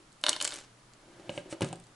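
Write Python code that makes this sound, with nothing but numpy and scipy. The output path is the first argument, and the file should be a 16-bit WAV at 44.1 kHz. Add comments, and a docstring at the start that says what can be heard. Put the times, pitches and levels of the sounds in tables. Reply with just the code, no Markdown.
"""In a small workshop a hand crimping tool strips a cable, then is laid on a hollow cardboard box in a few knocks.
The steel jaws click as damped modes; the jacket snaps and scrapes off the wires in bursts of random slips.
Soft contacts excite the modes of the box; filtered noise gives light ticks, rubbing and sliding of the hands.
A decaying noise response forms the reverberation, over coloured air noise and a faint sinusoidal hum."""
import sys
import numpy as np
from scipy import signal
from scipy.fft import rfft, irfft, next_fast_len
from scipy.io import wavfile

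SR = 44100
rng = np.random.default_rng(int(sys.argv[2]) if len(sys.argv) > 2 else 0)


def unload_wav(signal):
    """Save mono or channel-first audio to the path in sys.argv[1] as 16-bit WAV at rate SR, clipped to [-1, 1]."""
    wavfile.write(
        sys.argv[1],
        SR,
        np.round(np.clip(np.atleast_2d(signal).T, -1, 1) * 32767).astype(np.int16),
    )


N = 85995
TIME = np.arange(N) / SR   # s


def from_db(db):
    """Logarithmic level: 20 dB is a tenfold amplitude."""
    return 10 ** (np.asarray(db) / 20)


def rms_one(x):
    """Normalisation: the mean square becomes one."""
    return x / np.sqrt(np.mean(x ** 2) + 1e-20)


def at_hz(points, hz):
    """Interpolation of a table on a logarithmic frequency axis."""
    f, value = np.transpose(points)
    return np.interp(np.log(np.maximum(hz, 1)), np.log(f), value)


def level(points):
    """Amplitude envelope: levels joined linearly in dB, and -120 dB outside the rows."""
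    return from_db(np.interp(TIME, *np.transpose(points), left=-120, right=-120))


def colour(x, points, tilt_db=0):
    """Minimum-phase filtering: the folded cepstrum gives a causal response; the tilt is in dB per octave."""
    n = x.shape[-1]
    size = 2 * next_fast_len(n // 2 + 2048)
    hz = np.arange(size // 2 + 1) * SR / size
    octaves = np.log2(np.clip(hz, 800, 12000) / 4000)
    gain = from_db(at_hz(points, hz) + tilt_db * octaves)
    cepstrum = irfft(np.log(gain))
    # fold negative times onto positive ones
    cepstrum[1:size // 2] *= 2
    cepstrum[size // 2 + 1:] = 0
    response = np.exp(rfft(cepstrum))
    return irfft(rfft(x, size) * response)[..., :n]


def high_pass(x, hz):
    """Second-order Butterworth filtering: the bass is attenuated below the corner."""
    return signal.sosfilt(signal.butter(2, hz, "high", fs=SR, output="sos"), x)


def add(out, s, sound):
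    """Superposition: a sound is summed in at its start time."""
    i = int(s * SR)
    out[i:i + len(sound)] += sound[:N - i]


def ring(x, hz, t60, soft=False):
    """Damped resonator: a unit click rings it to about 1, at once or, after a soft contact, from rest."""
    radius = from_db(-60 / (t60 * SR))
    angle = 2 * np.pi * hz / SR
    drive = [0, np.sin(angle)] if soft else [.5, 0, -.5]
    return signal.lfilter(drive, [1, -2 * radius * np.cos(angle), radius * radius], x + 1e-18)


def strike(modes, times, weights_db, scatter_db, soft=False):
    """Modal superposition: weights_db(hz) sets how strongly each click excites a mode."""
    out = np.zeros(N)
    chance = rng.standard_normal((len(times), len(modes)))
    for k, (hz, db, t60) in enumerate(modes):
        clicks = np.zeros(N)
        clicks[(times * SR).astype(int)] = from_db(db + weights_db(hz) + scatter_db * chance[:, k])
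        sign = 1 if soft else (-1) ** k   # a soft push moves all modes one way
        out += sign * ring(clicks, hz, t60, soft)
    return out


def near(hz, centre_hz):
    """Selective excitation: 1 at the centre pitch, falling to 1/e at 0.093 octave on both sides."""
    return np.exp(-(np.log2(hz / centre_hz) / 0.093) ** 2)


def burst(hold_s, fall_s, size=3000):
    """Random impulses: a rush of micro-contacts holds, then decays exponentially."""
    t = TIME[:size]
    return rng.choice([-1, 1], size) * np.exp(-np.maximum(t - hold_s, 0) / fall_s)


def stereo(mid, side, side_db):
    """Mid-side summation: two close microphones, alike in the bass, a little apart above."""
    return mid + from_db(side_db) * high_pass(side, 486) * np.array([[1], [-1]])


# spectral density of the room air [f/Hz, relative level/dB per Hz]
AIR_SPECTRUM = [(25, -7.5), (41, -2.5), (59, -26), (121, -5), (200, -11.5), (320, -10.5), (492, -16.5),
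                (1260, -16.5), (2210, -22.5), (6600, -26.5), (11000, -30.5)]
AIR_DB, AIR_SIDE_DB = -60, -3
HUM_HZ, HUM_DB = 119.5, -70.5


def background():
    """Stationary noise and a pure tone: coloured room air with a steady mains hum."""
    air = from_db(AIR_DB) * rms_one(colour(rng.standard_normal((2, N)), AIR_SPECTRUM))
    hum = from_db(HUM_DB) * np.sqrt(2) * np.sin(2 * np.pi * HUM_HZ * TIME)
    return stereo(*air, AIR_SIDE_DB) + hum


# reverberation time of the room [f/Hz, t60/s]
REVERBERATION_TIME = [(150, 0.49), (600, 0.31), (3000, 0.43), (11000, 0.36)]
# spectral balance of the reverberant tail [f/Hz, gain/dB]
REVERBERATION_COLOUR = [(100, -4.5), (600, -0.5), (3000, -2), (11000, -8)]
ROOM_DB, ROOM_SIDE_DB = -13, -6.5
BENCH_DB, BENCH_FALL_S, BENCH_SIDE_DB = -9.5, 0.0082, -5.5


def workshop(x, size=26000):
    """Reverberation by convolution: quick bench reflections, then a tail that decays band by band."""
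    t = TIME[:size]
    edges = np.geomspace(60, 15000, 9)   # Hz
    white, tail = rng.standard_normal((2, size)), 0
    for low, high in zip(edges, edges[1:]):
        band_filter = signal.butter(2, [low, high], "band", fs=SR, output="sos")
        band = signal.sosfilt(band_filter, rng.standard_normal((2, size)))
        tail = tail + band * from_db(-60 * t / at_hz(REVERBERATION_TIME, np.sqrt(low * high)))
    build_up = np.clip(t / 0.014 - .5, 0, 1)   # from 7 to 21 ms
    tail = colour(rms_one(tail * build_up), REVERBERATION_COLOUR)
    early = rms_one(white * np.exp(-t / BENCH_FALL_S) * (t > .0012))
    response = from_db(ROOM_DB) * stereo(*tail, ROOM_SIDE_DB)
    response = response + from_db(BENCH_DB) * stereo(*early, BENCH_SIDE_DB)
    return signal.fftconvolve(x[None], response / np.sqrt(size), axes=1)[:, :N]


# light ticks of fingers, cable and spring [t/s, level before colouring/dB]
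TICK_EVENTS = [(0.1202, -52), (.127, -52), (0.2134, -44), (0.231, -46.5), (.9352, -46.5), (1.302, -42.5),
               (1.6083, -31), (1.6217, -27.5), (1.625, -38), (1.6453, -31.5), (1.688, -41), (1.7282, -35),
               (1.7401, -55.5), (1.757, -45.5), (1.7993, -44), (1.8391, -49), (1.868, -52)]
# spectral balance of the ticks [f/Hz, gain/dB]
TICK_SPECTRUM = [(200, -66), (1500, -25), (4300, 2.5), (5600, -5), (8200, 3.5), (11000, -7.5)]
# envelope of hand and tool rubbing on the box [t/s, level/dB]
RUB_ENVELOPE = [(.85, -78), (1.05, -61.5), (1.25, -55), (1.35, -50), (1.44, -60.5), (1.52, -52.5),
                (1.58, -59), (1.68, -48), (1.80, -63.5), (1.92, -83)]
# spectral balance of the rubbing [f/Hz, relative gain/dB]
RUB_SPECTRUM = [(50, -10), (130, 4.5), (260, 4), (355, 16), (440, 2.5), (620, 8), (1000, -3), (3000, -8.5),
                (11000, -21)]
# skin sliding off the grips [centre t/s, level before colouring/dB, half length to 1/e/s]
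SLIDE_EVENTS = [(1.364, -54.5, 0.043), (1.519, -47, 0.018), (1.666, -53.5, 0.0223)]
# spectral balance of the sliding [f/Hz, gain/dB]
SLIDE_SPECTRUM = [(300, -5), (1800, 1), (3000, 3.5), (5000, 2), (9000, 6.5), (11000, -9)]


def hands():
    """Friction and light impact as filtered noise: small ticks, a dull rub on the box, skin on the grips."""
    ticks = np.zeros(N)
    for s, db in TICK_EVENTS:
        add(ticks, s, from_db(db) * burst(hold_s=0.00089, fall_s=0.0012))
    rub = level(RUB_ENVELOPE) * rms_one(colour(rng.standard_normal(N), RUB_SPECTRUM))
    swell = sum(from_db(db) * np.exp(-((TIME - s) / half_s) ** 2) for s, db, half_s in SLIDE_EVENTS)
    slide = swell * colour(rng.standard_normal(N), SLIDE_SPECTRUM)
    return colour(ticks, TICK_SPECTRUM) + rub + slide


# knocks on the box [t/s, level/dB, bass/dB, upper modes/dB, favoured f of the struck spot/Hz, clink level/dB]
KNOCK_EVENTS = [(.001, -57, -32.5, -15, 324, -67), (1.1965, -48.5, -27, -7.5, 378, -65),
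                (1.2942, -38.5, 0, 4, 598, -26), (1.3770, -40, 3, 2.5, 598, -25.5),
                (1.459, -51, -5, -7, 376, -66), (1.5263, -36, -21, -0.5, 328, -33),
                (1.6085, -36.5, -8, 4.5, 874, -41), (1.6191, -26, 0.5, -12, 454, -22.5),
                (1.6285, -32, 4.5, -5, 141, -40), (1.6450, -38.5, -5, 8.5, 331, -42),
                (1.706, -53, 12.5, -11, 172, -70), (1.7292, -44.5, 0, 5.5, 758, -38.5)]
# modes of the hollow box [f/Hz, level/dB, t60/s]
BOX_RESONANCES = [(121, -20, 0.247), (144.4, -6, 0.17), (172.7, -9.5, 0.2), (235.3, -7, 0.13),
                  (330, -4.5, 0.13), (375.4, -3, 0.097), (452.6, -3.5, 0.069), (535, -3.5, .12),
                  (576, -5.5, 0.12), (752, -9, .05), (867, -12, .04), (1228, -14.5, 0.067),
                  (1608, -17.5, 0.12)]
# modes of steel meeting cardboard [f/Hz, level/dB, t60/s]
CLINK_RESONANCES = [(2150, -7, 0.0086), (2910, -1, 0.0067), (4530, -12, 0.0043)]
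# spectral balance of the yielding cardboard [f/Hz, gain/dB]
CRUNCH_SPECTRUM = [(30, -6), (70, 2), (130, 7), (450, 3), (800, 4), (1500, 1), (4000, -6), (11000, -16.5)]
BASS_HZ, MIDDLE_HZ, UPPER_HZ = 179, 365, 616
BOX_SCATTER_DB, SPOT_DB, RADIATES_FROM_HZ = 3, 9.5, 130
CRUNCH_DB, CRUNCH_FALL_S = 0, 0.0096


def box():
    """Soft-contact modal excitation: each knock rings the box, crunches its surface and makes the steel clink."""
    s, db, bass, upper, spot_hz, clink = np.transpose(KNOCK_EVENTS)

    def weights_db(hz):
        bass_share = at_hz([(BASS_HZ, 1), (MIDDLE_HZ, 0)], hz)
        upper_share = at_hz([(MIDDLE_HZ, 0), (UPPER_HZ, 1)], hz)
        return db + bass * bass_share + upper * upper_share + SPOT_DB * near(hz, spot_hz)

    body = strike(BOX_RESONANCES, s, weights_db, BOX_SCATTER_DB, soft=True)
    body = high_pass(body, RADIATES_FROM_HZ)
    clinks = strike(CLINK_RESONANCES, s, lambda hz: clink, scatter_db=1)
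    crunch = np.zeros(N)
    for start, knock_db in zip(s, db):
        add(crunch, start, from_db(knock_db + CRUNCH_DB) * burst(0, CRUNCH_FALL_S))
    return body + clinks + colour(crunch, CRUNCH_SPECTRUM)


# bursts of tiny slips as the jacket gives way [t/s, level before colouring/dB, hold/s, tilt/dB per octave]
SNAP_EVENTS = [(0.2908, -20, 0.00065, 1.5), (.2930, -15.5, 0.0012, 1), (0.298, -39, 0.0023, -4),
               (0.3294, -35, 0.0016, -2.5), (0.3634, -34.5, 0.0015, -7), (0.411, -28.5, 0.0032, 1),
               (0.4143, -29.5, 0.00063, 1.5), (.4240, -28.5, 0.0018, 6.5), (.4456, -29.5, .0006, 9),
               (.4497, -21.5, 0.0013, -1), (.4525, -32.5, 0.0043, -3), (0.4749, -28, 0.0013, 2.5),
               (0.477, -30, 0.0018, -1.5), (0.4905, -39, 0.0016, 4.5), (0.5065, -37, 0.0014, -1.5),
               (0.514, -40.5, 0.0012, 2), (0.535, -37.5, 0.0015, -2.5), (0.54, -35.5, 0.00042, 5.5),
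               (0.55, -45.5, 0.001, 3.5), (.5587, -38.5, .001, 2), (0.5654, -39.5, 0.00031, 1),
               (.5870, -41, 0.0013, -0.5), (.6022, -44.5, 0.00072, -0.5)]
# spectral balance of the snaps [f/Hz, gain/dB]
SNAP_SPECTRUM = [(100, -29), (250, -9.5), (600, -7.5), (1500, -2), (2400, -2), (3000, 4.5), (4400, 3),
                 (5100, 3), (6400, 2.5), (8100, 5.5), (9500, -1), (11000, -3.5)]
# envelope of the jacket dragging along the wires [t/s, level before colouring/dB]
DRAG_ENVELOPE = [(.235, -51.5), (.288, -37.5), (.300, -40), (.335, -43.5), (.375, -59), (.400, -53),
                 (.418, -39.5), (.465, -43.5), (.500, -48), (.550, -45.5), (.600, -52), (.650, -58)]
# spectral balance of the dragging [f/Hz, gain/dB]
DRAG_SPECTRUM = [(100, -31), (250, 8), (700, 5), (1500, 5), (2400, 2.5), (3400, 0.5), (5500, 1.5),
                 (7500, 0), (11000, -10.5)]
# modes of the steel tool, shaken here and struck by the jaws [f/Hz, level/dB, t60/s]
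TOOL_RESONANCES = [(266, -30.5, 0.04), (601, -20, 0.11), (862, -22.5, 0.027), (992, -21.5, 0.046),
                   (1470, -3, 0.0047), (2175, -19, 0.025), (3030, -3, 0.014), (3110, -31, .03),
                   (3595, -3, 0.0086), (4460, -3, .009), (5230, -7.5, 0.0042), (6400, -26, 0.0061),
                   (7400, -21, .007), (9770, -12, 0.0044)]
SNAP_FALL_S, SNAP_RING_DB = 0.00099, -35.5
DRAG_SLIPS_PER_S, DRAG_SPREAD_DB = 3100, 5.5


def jacket():
    """Stick-slip friction: the jacket snaps, shaking the tool, and crackles as it is dragged off."""
    snaps = np.zeros(N)
    for s, db, hold_s, tilt_db in SNAP_EVENTS:
        add(snaps, s, from_db(db) * colour(burst(hold_s, SNAP_FALL_S), SNAP_SPECTRUM, tilt_db))
    shaken = sum(from_db(db) * ring(snaps, hz, t60) for hz, db, t60 in TOOL_RESONANCES)
    # sparse slips of random sign and strength
    happens = rng.random(N) < DRAG_SLIPS_PER_S / SR
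    sign = rng.choice([-1, 1], N)
    strength = from_db(DRAG_SPREAD_DB * np.minimum(rng.exponential(1, N), 4))
    slips = rms_one(happens * sign * strength)
    drag = level(DRAG_ENVELOPE) * colour(slips, DRAG_SPECTRUM)
    return snaps + from_db(SNAP_RING_DB) * shaken + drag


# clicks of the jaws [t/s, level/dB, treble tilt/dB per octave, extra strength of the main ring/dB]
JAW_EVENTS = [(0.2388, -16, -1, -0.5), (0.2652, -13.5, 0.5, -0.5), (.2842, -16.5, -2.5, -19),
              (.3303, -30.5, 4.5, 16.5), (.3538, -37, -4.5, -4), (0.3635, -25.5, 0.5, -7),
              (0.4026, -29.5, 3, 8), (.4133, -25.5, -3, 9), (0.5219, -29.5, 0, -25), (0.5265, -37, -1, -14)]
JAW_RING_HZ, JAW_TILT_FROM_HZ = 2932, 960
JAW_CRACK_DB, JAW_SCATTER_DB = -14.5, 0.5


def jaws():
    """Impact of steel on steel: a sharp crack and a modal ring damped quickly by the hand."""
    s, db, tilt, main = np.transpose(JAW_EVENTS)

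    def weights_db(hz):
        octaves = np.log2(max(hz, JAW_TILT_FROM_HZ) / JAW_RING_HZ)
        return db + tilt * octaves + main * near(hz, JAW_RING_HZ)

    cracks = np.zeros(N)
    for start, click_db in zip(s, db):
        add(cracks, start, from_db(click_db + JAW_CRACK_DB) * burst(hold_s=0.00099, fall_s=0.00067))
    return strike(TOOL_RESONANCES, s, weights_db, JAW_SCATTER_DB) + cracks


def scene():
    """Direct and reverberant sound: tool, cable, box and hands, close and central, in the workshop."""
    close = jaws() + jacket() + box() + hands()
    return close + workshop(close) + background()


def record(dry):
    """Band limitation: an elliptic low-pass cuts the top steeply above 11.1 kHz."""
    low_pass = signal.ellip(10, .2, 75, 11100, fs=SR, output="sos")   # 0.2 dB ripple, 75 dB stopband
    return signal.sosfilt(low_pass, dry)


dry = scene()
out = record(dry)
unload_wav(out)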